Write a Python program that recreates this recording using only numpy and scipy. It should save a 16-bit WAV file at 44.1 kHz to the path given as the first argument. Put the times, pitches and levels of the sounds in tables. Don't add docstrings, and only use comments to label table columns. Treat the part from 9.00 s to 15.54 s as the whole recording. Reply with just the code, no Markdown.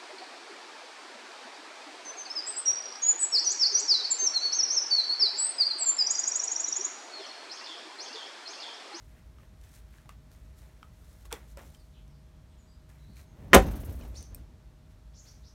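import sys
import numpy as np
from scipy import signal
from scipy.fft import rfft, irfft
from scipy.io import wavfile

SR = 44100
rng = np.random.default_rng(int(sys.argv[2]) if len(sys.argv) > 2 else 0)


def wrap_up_sound(samples):
    columns = np.atleast_2d(samples).T
    tamed = np.clip(columns, -1, 1)
    steps = np.round(tamed * 32767).astype(np.int16)
    wavfile.write(sys.argv[1], SR, steps)


N = 288546


def from_db(db):
    return 10 ** (np.asarray(db) / 20)


def rms_one(x):
    return x / np.sqrt(np.mean(x ** 2) + 1e-20)


def at_hz(points, hz):
    points = np.array(points)
    return np.interp(np.log(hz + 1), np.log(points[:, 0]), points[:, 1])


def coloured(x, spectrum, above_hz=0):
    hz = np.fft.rfftfreq(len(x), 1 / SR)
    shaped = rfft(x) * from_db(at_hz(spectrum, hz))
    upper_part = irfft(shaped * (hz >= above_hz), len(x))
    return irfft(shaped, len(x)) / np.std(upper_part)


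def band_pass(x, low_hz, high_hz):
    return signal.sosfilt(signal.butter(2, [low_hz, high_hz], "band", fs=SR, output="sos"), x)


def ring(clicks, hz, t60):
    r = from_db(-60 / (t60 * SR))
    w = 2 * np.pi * hz / SR
    return signal.lfilter([0, np.sin(w)], [1, -2 * r * np.cos(w), r * r], clicks + 1e-18)


def waver(hz, width_hz, db):
    t60 = np.log(1000) / np.pi / width_hz
    return from_db(db) * rms_one(ring(rng.standard_normal(N), hz, t60))


def grainy(spread_db, per_s):
    grain = (np.arange(N) * per_s / SR).astype(int)
    level_db = spread_db * rng.standard_normal(N)[grain]
    return rng.standard_normal(N) * from_db(level_db)


def add(out, s, piece):
    i = round(s * SR)
    out[i:i + len(piece)] += piece[:N - i]


def puff(attack_s, decay_s):
    t = np.arange(SR // 4) / SR
    shape = (1 - np.exp(-t / attack_s)) * np.exp(-t / decay_s)
    return shape / shape.max()


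def swell(s, rise_s, fall_s):
    t = np.arange(N) / SR - s
    return from_db(np.maximum(20 * np.minimum(t / rise_s, -t / fall_s), -120))


def together(gains):
    return np.sqrt(sum(g ** 2 for g in gains))


def echoes(x, t60s, build_s):
    t = np.arange(SR // 2) / SR
    tail = 0
    edges = 60 * 2 ** np.arange(0, 8.6, .5)
    for low, high in zip(edges, edges[1:]):
        band = band_pass(rng.standard_normal(len(t)), low, high)
        tail = tail + band * from_db(-60 * t / at_hz(t60s, np.sqrt(low * high)))
    tail = tail * (1 - np.exp(-t / build_s))
    return signal.fftconvolve(x, tail / np.sqrt(np.sum(tail ** 2)))[:N]


# (pitch [Hz], relative level [dB])
AIR_COLOUR = [(15, -54), (25, -21), (36, -4), (60, 1), (80, -6.5), (226, -19.5), (330, -26.5), (378, -28),
              (617, -33), (726, -34.5), (809, -32.5), (2750, -42.5), (4240, -42.5), (14800, -54.5),
              (16500, -69)]
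# (pitch [Hz], rms level [dB])
LOW_DRONE = [(53.8, -54.5), (145.3, -66)]
AIR_DB = -52
WHINE_HZ, WHINE_DB = 627, -72.5


def garden():
    air = from_db(AIR_DB) * coloured(rng.standard_normal(N), AIR_COLOUR)
    phase_drift = 1.5 * waver(1.8, 1.5, 0)
    whine = from_db(WHINE_DB) * np.sin(2 * np.pi * WHINE_HZ * np.arange(N) / SR + phase_drift)
    drone = sum(waver(hz, 2.2, db) for hz, db in LOW_DRONE)
    return air + drone + whine


# (time [s], length [s], start pitch [Hz], end pitch [Hz], level [dB], hoarseness [Hz])
BIRD_NOTES = [(2.733, 0.045, 8550, 8550, -72, 20), (2.74, 0.05, 5040, 4950, -74, 20),
              (2.785, .03, 4700, 4400, -72, 150), (2.925, 0.073, 4310, 2900, -67, 390),
              (3.075, 0.094, 6060, 4600, -77, 200), (3.195, 0.029, 8920, 8850, -80, 23),
              (3.202, 0.21, 3190, 3290, -86, 140), (3.491, 0.093, 3860, 3300, -77, 500),
              (3.468, 0.056, 8100, 8400, -83, 220), (3.578, 0.062, 7100, 6720, -72.5, 130),
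              (3.59, 0.17, 8050, 7700, -81, 140), (3.67, 0.087, 4710, 4855, -69.5, 73),
              (3.986, .1, 3940, 3970, -72.5, 115), (4.075, 0.15, 4400, 4200, -72, 220),
              (4.26, 0.076, 6500, 6450, -76.5, 170), (5.138, .036, 3500, 7160, -59, 260),
              (5.151, 0.037, 3250, 6340, -47.5, 45), (5.172, 0.026, 2800, 6320, -58, 150),
              (6.131, 0.048, 3300, 6430, -61.5, 690), (6.166, 0.043, 4520, 6770, -54.5, 450),
              (6.258, .04, 3540, 5600, -57, 600), (6.275, .05, 4200, 6220, -61, 610),
              (6.432, 0.036, 3280, 5200, -61.5, 630), (6.449, 0.052, 4000, 6120, -61, 503),
              (5.14, 0.036, 6600, 9500, -60.5, 900), (5.141, .04, 2380, 3000, -67, 214)]
OVERTONE_DB, TREES_T60_S, TREES_DB = -26.5, .35, 1


def birds():
    out = np.zeros(N)
    wobble = rms_one(signal.lfilter([1], [1, -.97], rng.standard_normal((len(BIRD_NOTES), SR // 4))))
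    for (s, length, start_hz, end_hz, db, hoarse_hz), shake in zip(BIRD_NOTES, wobble):
        u = np.linspace(0, 1, round(length * SR))
        glide_hz = start_hz + (end_hz - start_hz) * np.sin(u * np.pi / 2)
        hz = glide_hz + hoarse_hz * shake[:len(u)]
        phase = 2 * np.pi * np.cumsum(hz) / SR
        lateness = 1 + 0.36 * abs(end_hz - start_hz) / 1000
        loudness = np.sin(np.pi * u ** lateness) ** 0.29
        whistle = np.sin(phase) + from_db(OVERTONE_DB) * np.sin(2 * phase)
        add(out, s, from_db(db) * loudness * whistle)
    trees = echoes(out, [(100, TREES_T60_S), (9000, TREES_T60_S)], build_s=0.0046)
    return out + from_db(TREES_DB) * trees


# (loudest time [s], time to gain 20 dB [s], time to lose 20 dB [s],
# crisp level [dB], middle level [dB], dull level [dB])
MOVES = [(.03, .1, .3, -78, -80, -80), (.18, .2, .15, -80, -68, -73), (.436, .12, .06, -80, -69, -68),
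         (.645, .06, .25, -71, -67, -74), (.762, .1, .07, -64, -66, -74), (.96, .15, .2, -74, -68, -72),
         (1.1, .01, .06, -71, -61, -68), (1.325, .04, .3, -74, -73, -73), (1.59, .05, .06, -68, -71, -73),
         (1.625, .02, .3, -74, -70, -65), (1.85, .02, .05, -82, -68, -69), (2.11, .4, .3, -72, -75, -71),
         (2.23, .2, .03, -73, -80, -80), (2.256, .015, .03, -64, -62, -59),
         (2.333, .02, .11, -63, -50, -47), (2.52, .15, .04, -70, -75, -79),
         (2.585, .015, .11, -70, -56, -51), (2.63, .05, .4, -69, -74, -70),
         (2.748, .02, .03, -71, -70, -70), (3.893, .01, .15, -73, -66, -69), (4.02, .2, .3, -81, -74, -76),
         (4.195, .08, .07, -64, -63, -67), (4.43, .2, .3, -95, -67, -58), (5.06, .1, .12, -70, -73, -60),
         (5.17, .08, .2, -70, -68, -64), (5.36, .02, .1, -71, -81, -75), (5.91, .02, .06, -79, -72, -80),
         (6.25, .08, .3, -72, -70, -72)]
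# (pitch [Hz], relative level [dB])
LEAVES_COLOUR = [(2060, -26), (3500, -0.5), (4840, -1.5), (5810, 0), (11900, -2), (15400, -6.5),
                 (16200, -14), (16500, -40)]
CLOTH_COLOUR = [(900, -22), (1300, -2), (2000, -1), (3300, -10.5), (4800, -23)]
SCUFF_COLOUR = [(120, -50), (220, -1.5), (550, -1.5), (1100, -6.5), (1600, -30)]
MOVING_UNTIL_S, MOVING_DB = 2.72, (-86, -79, -81)


def rustle():
    near = np.clip((MOVING_UNTIL_S - np.arange(N) / SR) / .15 + 1, 0, 1)
    moves = [from_db(db)[:, None] * swell(s, rise_s, fall_s) for s, rise_s, fall_s, *db in MOVES]
    stir = from_db(MOVING_DB)[:, None] * near
    crisp, brush, dull = together(moves + [stir])
    out = crisp * coloured(grainy(2.7, 700), LEAVES_COLOUR, above_hz=9400)
    out = out + brush * coloured(grainy(2.5, 400), CLOTH_COLOUR)
    return out + dull * coloured(grainy(2.4, 200), SCUFF_COLOUR)


# (time [s], ring level [dB], ring pitch [Hz], t60 of the lowest partial [s], level of the noise fed to the snap [dB])
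SMALL_TICKS = [(.385, -50, 1210, 0.018, -75), (.432, -58, 1500, .012, -70), (.614, -70, 9000, .008, -54),
               (0.638, -60, 1540, 0.0087, -48), (0.984, -50, 1660, 0.015, -61), (1.057, -53, 880, .02, -65),
               (1.092, -39.5, 1130, 0.023, -42), (1.316, -53, 1620, 0.0074, -49.5),
               (1.618, -51, 696, .012, -52), (1.829, -37, 1290, 0.014, -70),
               (2.254, -49.5, 1170, 0.019, -48), (2.307, -50, 1510, 0.026, -62),
               (2.313, -41, 1320, 0.023, -45), (2.319, -34.5, 940, 0.022, -45),
               (2.3263, -33.5, 474, 0.065, -21.5), (2.327, -26.5, 3430, 0.0076, -42),
               (2.572, -42, 520, 0.052, -38.5), (2.617, -52, 12000, .008, -56),
               (2.747, -52.5, 3110, 0.026, -68), (3.079, -62, 5960, 0.0097, -58),
               (3.892, -62, 910, .015, -58), (4.168, -50, 2290, 0.015, -52),
               (5.011, -53.5, 2500, 0.046, -66), (5.022, -56, 2900, 0.045, -67),
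               (5.035, -55, 2210, .04, -68), (2.593, -45, 1310, 0.013, -56),
               (5.227, -40, 9000, 0.0057, -46)]
# (multiple of the ring pitch [1], level against the ring level [dB])
PARTIALS = [(1, 1.5), (1.75, -5.5), (2.4, -5), (4.3, -10)]


def ticks():
    out = np.zeros(N)
    t = np.arange(SR // 8) / SR
    noise = rng.standard_normal((len(SMALL_TICKS), len(t)))
    snaps = band_pass(noise, 2500, 11000)
    for (s, db, hz, t60, snap_db), snap, rough in zip(SMALL_TICKS, snaps, noise):
        phase = 2 * np.pi * hz * t + 0.38 * np.cumsum(rough) * np.sqrt(hz / SR)
        body = np.zeros(len(t))
        for k, k_db in PARTIALS:
            if k * hz < SR / 2:
                body += np.sin(k * phase) * from_db(db + k_db - 60 * np.sqrt(k) * t / t60)
        soft_start = 1 - np.exp(-t / 0.00032)
        add(out, s, body * soft_start + from_db(snap_db) * snap * np.exp(-t / 0.0015))
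    return out


# (time [s], level [dB])
STEEL_TAPS = [(5.3468, -42)]
# (pitch [Hz], level against the tap [dB], t60 [s])
STEEL_TONES = [(2510, -17, 0.059), (5500, -11, 0.038), (8250, -3.5, .03), (9260, 1.5, .015),
               (11760, 5.5, 0.014), (14600, 3, 0.013)]


def clink():
    tap = np.zeros(N)
    for s, db in STEEL_TAPS:
        tap[round(s * SR)] = from_db(db)
    return sum(from_db(db) * ring(tap, hz, t60) for hz, db, t60 in STEEL_TONES)


# (loudest time [s], level [dB], time to gain 20 dB [s], time to lose 20 dB [s])
AIR_RUSHES = [(4.1, -48, .03, .05), (4.41, -46, .16, .5)]
# (pitch [Hz], relative level [dB])
RUSH_COLOUR = [(35, -32.5), (60, 2.5), (204, -3), (243, -17.5), (301, -12), (700, -30.5), (910, -56),
               (1540, -120)]


def throw():
    flying = np.arange(N) / SR < BLADE_CONTACTS[0][0]
    rush = sum(from_db(db) * swell(s, rise_s, fall_s) for s, db, rise_s, fall_s in AIR_RUSHES)
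    return flying * rush * coloured(rng.standard_normal(N), RUSH_COLOUR)


# (first time [s], swings [count], period [s],
# delay times the swing number squared [s], first level [dB], loss per swing [dB])
HANDLE_QUIVERS = [(4.573, 7, .0447, .0001, -54, .1), (4.893, 6, .024, .0024, -60, 1.5)]
# (pitch [Hz], relative level [dB])
RUB_COLOUR = [(3820, -14.5), (6500, -8), (10300, -3), (11600, -1.5), (14600, -0.5), (16200, -8),
              (16500, -45)]


def handles():
    swings = np.zeros(N)
    for s, count, period_s, slowing_s, db, loss_db in HANDLE_QUIVERS:
        for k in range(round(count)):
            start_s = s + k * period_s + k * k * slowing_s
            add(swings, start_s, from_db(db - k * loss_db) * puff(attack_s=0.00416, decay_s=0.02144))
    return swings * coloured(grainy(1.16, 820), RUB_COLOUR)


# (loudest time [s], boom level [dB], creak level [dB], time to lose 20 dB [s])
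STAND_ROCKS = [(4.556, -19, -29, .2), (4.68, -32, -39, .4), (4.892, -31, -44, .12), (5.0, -37, -48, .3),
               (5.19, -39, -54, .07), (5.32, -43, -55, .4)]
# (pitch [Hz], relative level [dB])
BOOM_COLOUR = [(15, -39.5), (25, -8.5), (38, -6), (58, 1.5), (97, -9.5), (130, -19.5), (170, -43),
               (290, -120)]
CREAK_COLOUR = [(65, -24), (110, -4), (189, -4.5), (261, -3.5), (401, -13), (607, -13.5), (736, -19.5),
                (5000, -38), (6500, -38), (11000, -120)]
ROCK_RISE_S = .04


def stand():
    rocks = [from_db([[boom_db], [creak_db]]) * swell(s, ROCK_RISE_S, fall_s)
             for s, boom_db, creak_db, fall_s in STAND_ROCKS]
    boom, creak = together(rocks)
    boom_sound = boom * coloured(rng.standard_normal(N), BOOM_COLOUR)
    return boom_sound + creak * coloured(grainy(1.8, 120), CREAK_COLOUR)


# (time [s], crack level [dB], crack pitch [Hz],
# typical push into the log [dB], softness: low-pass pitch [Hz])
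BLADE_CONTACTS = [(4.532, -5, 1920, -17.5, 3916), (4.5375, -7.5, 2392, -20.5, 4007),
                  (4.5432, -7.5, 7434, -11.5, 2004), (4.5476, -6.5, 12000, -10, 1500),
                  (4.552, -8, 604, -5.5, 815), (4.557, -16, 616, -11, 796), (4.563, -14.5, 560, -10.5, 800)]
# (pitch [Hz], level [dB], t60 before the blades shorten it [s])
LOG_TONES = [(277.6, -16, 0.3), (329.8, -13, 0.21), (376, -6, 0.19), (400, -7.5, 0.14),
             (520.7, -0.5, 0.062), (553.6, -14.5, 0.21), (597.6, -6, 0.15), (671.6, -12.5, 0.084),
             (743, -18.5, 0.047), (768, -13, 0.22), (880, -27, 0.11), (982, -19.5, 0.18), (1017, -24, 0.18),
             (1242, -13, 0.094), (1276, -25.5, 0.075), (1473, -16.5, 0.14), (1520, -29, 0.19),
             (1760, -31, 0.32), (1740, -31, 0.29), (1950, -24, 0.22), (2080, -37, 0.24),
             (2480, -26.5, 0.14), (2310, -38, 0.24), (2820, -39.5, 0.2)]
# (pitch [Hz], relative level [dB])
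CRACK_COLOUR = [(290, -35), (500, -3), (1410, 1.5), (1920, -6), (2190, -7), (3450, -11), (9890, -27),
                (11400, -19.5), (15800, -30.5), (16500, -48)]
CRACK_DECAY_S = 0.0026
WEDGE = 0.68


def axes():
    crack = np.zeros(N)
    push = np.zeros((len(LOG_TONES), N))
    noise = rng.standard_normal((len(BLADE_CONTACTS), SR // 4))
    uneven_db = rng.normal(0, 2.5, (len(BLADE_CONTACTS), len(LOG_TONES)))
    for (s, crack_db, crack_hz, push_db, soft_hz), white, uneven in zip(BLADE_CONTACTS, noise, uneven_db):
        pitch = band_pass(white, crack_hz * 0.66, crack_hz * 1.25)
        split = coloured(white, CRACK_COLOUR) + 0.58 * rms_one(pitch)
        add(crack, s, from_db(crack_db) * puff(0.00043, CRACK_DECAY_S) * rms_one(split))
        soft = 1 / np.sqrt(1 + (np.array(LOG_TONES)[:, 0] / soft_hz) ** 4)
        push[:, round(s * SR)] = from_db(push_db + uneven) * soft
    log = sum(from_db(db) * ring(p, hz, t60 * WEDGE) for p, (hz, db, t60) in zip(push, LOG_TONES))
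    return crack + log


# (pitch [Hz], t60 [s])
SHELTER_T60 = [(100, 0.52), (300, 0.12), (700, .17), (2000, 0.14), (5000, .15), (12000, 0.12)]
BLOW_ECHO_DB, TICK_ECHO_DB = -7.5, -11
WALL_HZ = 8850


def scene():
    blow = axes()
    small = ticks() + clink()
    knocks = from_db(BLOW_ECHO_DB) * blow + from_db(TICK_ECHO_DB) * small
    answer = echoes(knocks, SHELTER_T60, build_s=.004)
    answer = signal.lfilter(*signal.butter(1, WALL_HZ, fs=SR), answer)
    mix = blow + small + answer + throw() + stand() + handles() + rustle() + birds() + garden()
    return mix[None]


# (pitch [Hz], width [Hz], share removed [0 to 1])
RESPONSE_DIPS = [(4810, 370, .3), (10560, 300, .4)]
MIC_LOW_HZ, CUTOFF_HZ = 43, 16000


def record(dry):
    thin = signal.sosfilt(signal.butter(3, MIC_LOW_HZ, "high", fs=SR, output="sos"), dry)
    for hz, width_hz, share in RESPONSE_DIPS:
        around_dip = signal.lfilter(*signal.iirpeak(hz, hz / width_hz, SR), thin)
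        thin = thin - np.clip(share, 0, 1) * around_dip
    rounded = thin / (1 + np.abs(thin) ** 4) ** .25
    return signal.sosfilt(signal.ellip(12, .5, 90, CUTOFF_HZ, fs=SR, output="sos"), rounded)


dry = scene()
out = record(dry)
wrap_up_sound(out)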